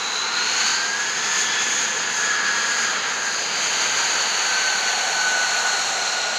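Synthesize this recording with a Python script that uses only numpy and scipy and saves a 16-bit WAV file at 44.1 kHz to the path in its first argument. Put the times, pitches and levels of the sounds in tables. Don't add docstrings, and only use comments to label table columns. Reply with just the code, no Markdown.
import sys
import numpy as np
from scipy import signal
from scipy.fft import rfft, irfft, next_fast_len
from scipy.io import wavfile

SR = 44100
rng = np.random.default_rng(int(sys.argv[2]) if len(sys.argv) > 2 else 0)


def generate_wav(signal):
    frames = np.transpose(np.atleast_2d(signal))
    scaled = np.clip(frames, -1, 1) * 32767
    pcm = np.round(scaled).astype(np.int16)
    wavfile.write(sys.argv[1], SR, pcm)


N = 281517

# f/Hz, relative density/dB
WIND_SPECTRUM = [(20, -10), (55, -2), (100, 8), (150, -7)]
RUMBLE_SPECTRUM = [(25, -29), (50, -27), (80, -19.5), (105, -11), (135, -8), (175, -4), (220, 1.5),
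                   (255, -2.5), (290, -6), (360, -6.5)]
ROAR_SPECTRUM = [(250, -15.5), (310, -10), (370, -3.5), (470, 2), (600, -0.5), (700, 0), (800, 1),
                 (900, 2.5), (1100, -5)]
NOZZLE_SPECTRUM = [(4800, -23), (5300, -4), (5800, 3.5), (6500, -11), (7400, 1), (8100, -12), (9000, -24),
                   (11000, -32)]
RUSH_SPECTRUM = [(700, -37), (900, -2), (1130, -5), (1350, 1.5), (1900, 0), (2400, 0), (2900, -1),
                 (3500, -5.5), (4200, -1), (4900, -5.5), (5400, -6), (6500, -7.5), (8000, -29)]
HISS_SPECTRUM = [(5000, -20), (5600, -14.5), (6100, -3), (6400, 0), (6700, 2), (7000, -4), (7400, -12.5),
                 (7900, -24), (9000, -38)]
SPRAY_SPECTRUM = [(5000, -20), (7000, 6.5), (8100, 1), (8800, 7), (9600, 1), (10800, -0.5), (12000, -4),
                  (13200, -12.5), (15000, -17)]
# t/s, f/Hz
FAN_PITCH = [(0, 1374), (.25, 1391), (.6, 1500), (1.05, 1680), (1.3, 1743), (2, 1704), (3, 1631), (4, 1563),
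             (5, 1507), (5.5, 1487), (6.38, 1443)]
# t/s, level/dB
RUSH_SWELLS = [(0.0, -30.5), (0.18, -30.5), (0.6, -24.5), (0.92, -30.5), (1.56, -25.5), (2.04, -29),
               (2.98, -27.5), (3.24, -31), (3.44, -29.5), (3.66, -25.5), (6.1, -29), (6.38, -28)]
HISS_SWELLS = [(0.0, -32.5), (0.16, -31.5), (0.28, -33.5), (0.68, -23.5), (0.8, -30), (1.18, -29),
               (1.42, -22.5), (1.52, -29), (1.72, -24), (2.08, -30.5), (2.16, -25), (2.42, -30.5),
               (2.82, -25.5), (3.02, -32.5), (3.34, -27.8), (3.5, -30.5), (3.66, -25.5), (4.94, -29),
               (5.7, -29), (6.38, -35)]
# t/s, level/dB
RASP_ENVELOPE = [(0, -41), (.69, -23.5), (1, -34), (1.4, -29), (1.8, -39), (2.25, -30.5), (2.85, -27.5),
                 (3.15, -38), (3.35, -26), (3.75, -29.5), (5.3, -31), (6.38, -29)]
WASH_ENVELOPE = [(0, -33.5), (2, -34), (2.4, -27), (3.3, -31.5), (3.75, -40), (4.1, -31.5), (4.6, -38),
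                 (5.6, -31), (6.38, -38.5)]
WHINE_ENVELOPE = [(0, -46), (0.16, -51), (0.34, -30), (0.66, -36), (0.84, -27.5), (1.15, -35.5),
                  (1.35, -32), (2.12, -35.5), (2.26, -26.5), (2.88, -30.5), (3.02, -42), (3.28, -32.5),
                  (3.66, -46), (3.88, -33.5), (4.34, -40.5), (4.56, -27), (5.08, -34.5), (5.26, -25.5),
                  (5.68, -27.5), (5.84, -35.5), (6.38, -31)]
# t/s, centre f/Hz, share cancelled/0-1
LOW_DIP = [(0, 588, 1), (1.6, 604, 0.67), (4, 556, 0.04), (6.38, 600, 0.05)]
HIGH_DIP = [(0, 5800, 0.12), (2, 5580, 0.55), (3.7, 5500, .7), (4.4, 5262, .74), (5.2, 5060, 0.62),
            (6.38, 4850, 0.16)]

# base/dB, swell scale, abeam/dB, astern/dB, speed/(dB per doubling)
RUMBLE_LAW = (-46.5, 0.4, -2.5, -1, 8)
ROAR_LAW = (-34.5, 0.14, -0.5, -2.5, -0.5)
RUSH_LAW = (-26.5, 0.9, 1.75, -1, -0.5)
SPRAY_LAW = (-49, 1.02, 2, 4, -6)
WHISTLE_LAW = (-30.5, 0.23, 1.5, -2, -2)
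OCTAVE_LAW = (-39.5, 2.0, -6, 5, 22)

ABEAM_S, PASS_S = 4.87, 1
TAXI_HZ = 1550
TIME_S = np.arange(N) / SR


def from_db(db):
    return 10 ** (np.asarray(db) / 20)


def unit_rms(x):
    return x / np.sqrt(np.mean(np.abs(x) ** 2))


def curves(table):
    times_s, *columns = np.transpose(table)
    return [np.interp(TIME_S, times_s, column) for column in columns]


def phase_of(hz):
    return 2 * np.pi * np.cumsum(hz) / SR


def noise(spectrum):
    size = next_fast_len(N)
    hz = np.maximum(np.fft.rfftfreq(size, 1 / SR), 1)
    points_hz, points_db = np.transpose(spectrum)
    octaves_outside = np.abs(np.log2(hz / np.clip(hz, points_hz[0], points_hz[-1])))
    gain = from_db(np.interp(np.log(hz), np.log(points_hz), points_db) - 60 * octaves_outside)
    return unit_rms(irfft(rfft(rng.standard_normal(size)) * gain, size)[:N])


def wander(rate_hz):
    step, run_in = 10, 5000
    white = rng.standard_normal((2, N // step + run_in + 2))
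    lowpass = signal.butter(2, rate_hz, fs=SR / step, output="sos")
    real, imag = signal.sosfilt(lowpass, white)[:, run_in:]
    return unit_rms(np.interp(np.arange(N) / step, np.arange(len(real)), real + 1j * imag))


def shimmer(depth_db, rate_hz):
    return from_db(depth_db * unit_rms(wander(rate_hz).real))


def sweep_gain(centre_s, half_width_s, peak_db, base_db):
    bell = np.exp(-((TIME_S - centre_s) / half_width_s) ** 2)
    return from_db(base_db) + bell * (from_db(peak_db) - from_db(base_db))


def engine_gain(law, swells):
    base_db, swell_scale, abeam_db, astern_db, doubling_db = law
    swell_db, = curves(swells)
    bearing_rad = np.arctan((TIME_S - ABEAM_S) / PASS_S)
    aspect_db = abeam_db * np.cos(bearing_rad) ** 2 + astern_db * (1 + np.sin(bearing_rad)) / 2
    speed_db = doubling_db * np.log2(curves(FAN_PITCH)[0] / TAXI_HZ)
    return from_db(base_db + swell_scale * (swell_db - swell_db.mean()) + aspect_db + speed_db)


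def envelope_gain(envelope, trim_db):
    return from_db(curves(envelope)[0] + trim_db)


def blade_noise(phase, width_hz):
    return unit_rms((wander(width_hz / 2) * np.exp(1j * phase)).real)


def ground_dip(x, dip, width_hz):
    centre_hz, share = curves(dip)
    carrier = np.exp(1j * phase_of(centre_hz))
    baseband = signal.lfilter(*signal.butter(1, width_hz / 2, fs=SR), x / carrier)
    return x - share * 2 * (baseband * carrier).real


def wind():
    return sweep_gain(centre_s=3.93, half_width_s=0.13, peak_db=-55, base_db=-67) * noise(WIND_SPECTRUM)


def exhaust(fan_phase):
    roar = engine_gain(ROAR_LAW, RUSH_SWELLS) * noise(ROAR_SPECTRUM)
    rumble = engine_gain(RUMBLE_LAW, RUSH_SWELLS) * noise(RUMBLE_SPECTRUM)
    howl_beam = sweep_gain(centre_s=5.5, half_width_s=1.33, peak_db=-31.5, base_db=-51)
    hiss_beam = sweep_gain(centre_s=6, half_width_s=1.4, peak_db=-34.5, base_db=-57)
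    howl = howl_beam * blade_noise(0.515 * fan_phase, width_hz=190)
    return roar + rumble + howl + hiss_beam * noise(NOZZLE_SPECTRUM)


def intake():
    rush = engine_gain(RUSH_LAW, RUSH_SWELLS) * noise(RUSH_SPECTRUM)
    hiss = envelope_gain(HISS_SWELLS, trim_db=0.02) * noise(HISS_SPECTRUM)
    hiss *= shimmer(depth_db=0.5, rate_hz=21)
    spray = engine_gain(SPRAY_LAW, HISS_SWELLS) * noise(SPRAY_SPECTRUM)
    return rush + hiss + spray


def compressor(fan_hz, ratio=2.895, knee_hz=1560, stop_hz=1594, fade_hz=18):
    lag_hz = np.maximum(fan_hz - knee_hz, 0)
    phase = phase_of(ratio * fan_hz - lag_hz)
    low_speed_gate = (1 - np.tanh((fan_hz - stop_hz) / fade_hz / 2)) / 2
    whistle_gain = low_speed_gate * engine_gain(WHISTLE_LAW, HISS_SWELLS) * from_db(0.5)
    whistle = whistle_gain * blade_noise(phase, width_hz=220)
    rasp = envelope_gain(RASP_ENVELOPE, trim_db=-4) * blade_noise(0.99 * phase, width_hz=920)
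    return whistle + rasp


def fan(phase, scatter=0.33):
    flutter = 1 + scatter * wander(rate_hz=22)
    tone = envelope_gain(WHINE_ENVELOPE, trim_db=0.5) * unit_rms((flutter * np.exp(1j * phase)).real)
    skirt = envelope_gain(WHINE_ENVELOPE, trim_db=-8) * blade_noise(phase, width_hz=160)
    wash = envelope_gain(WASH_ENVELOPE, trim_db=0.86) * blade_noise(0.94 * phase, width_hz=590)
    octave = engine_gain(OCTAVE_LAW, RUSH_SWELLS) * blade_noise(1.95 * phase, width_hz=270)
    return tone + skirt + wash + octave


def scene():
    fan_hz, = curves(FAN_PITCH)
    fan_phase = phase_of(fan_hz)
    inlet = compressor(fan_hz) + intake()
    jet = fan(fan_phase) + inlet * shimmer(depth_db=0.53, rate_hz=12) + exhaust(fan_phase)
    jet = ground_dip(jet, LOW_DIP, width_hz=165)
    jet = ground_dip(jet, HIGH_DIP, width_hz=750)
    mono = jet + wind()
    return np.stack([mono, mono])


def record(dry, cutoff_hz=14960):
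    return signal.sosfilt(signal.ellip(12, 0.1, 90, cutoff_hz, fs=SR, output="sos"), dry)


dry = scene()
out = record(dry)
generate_wav(out)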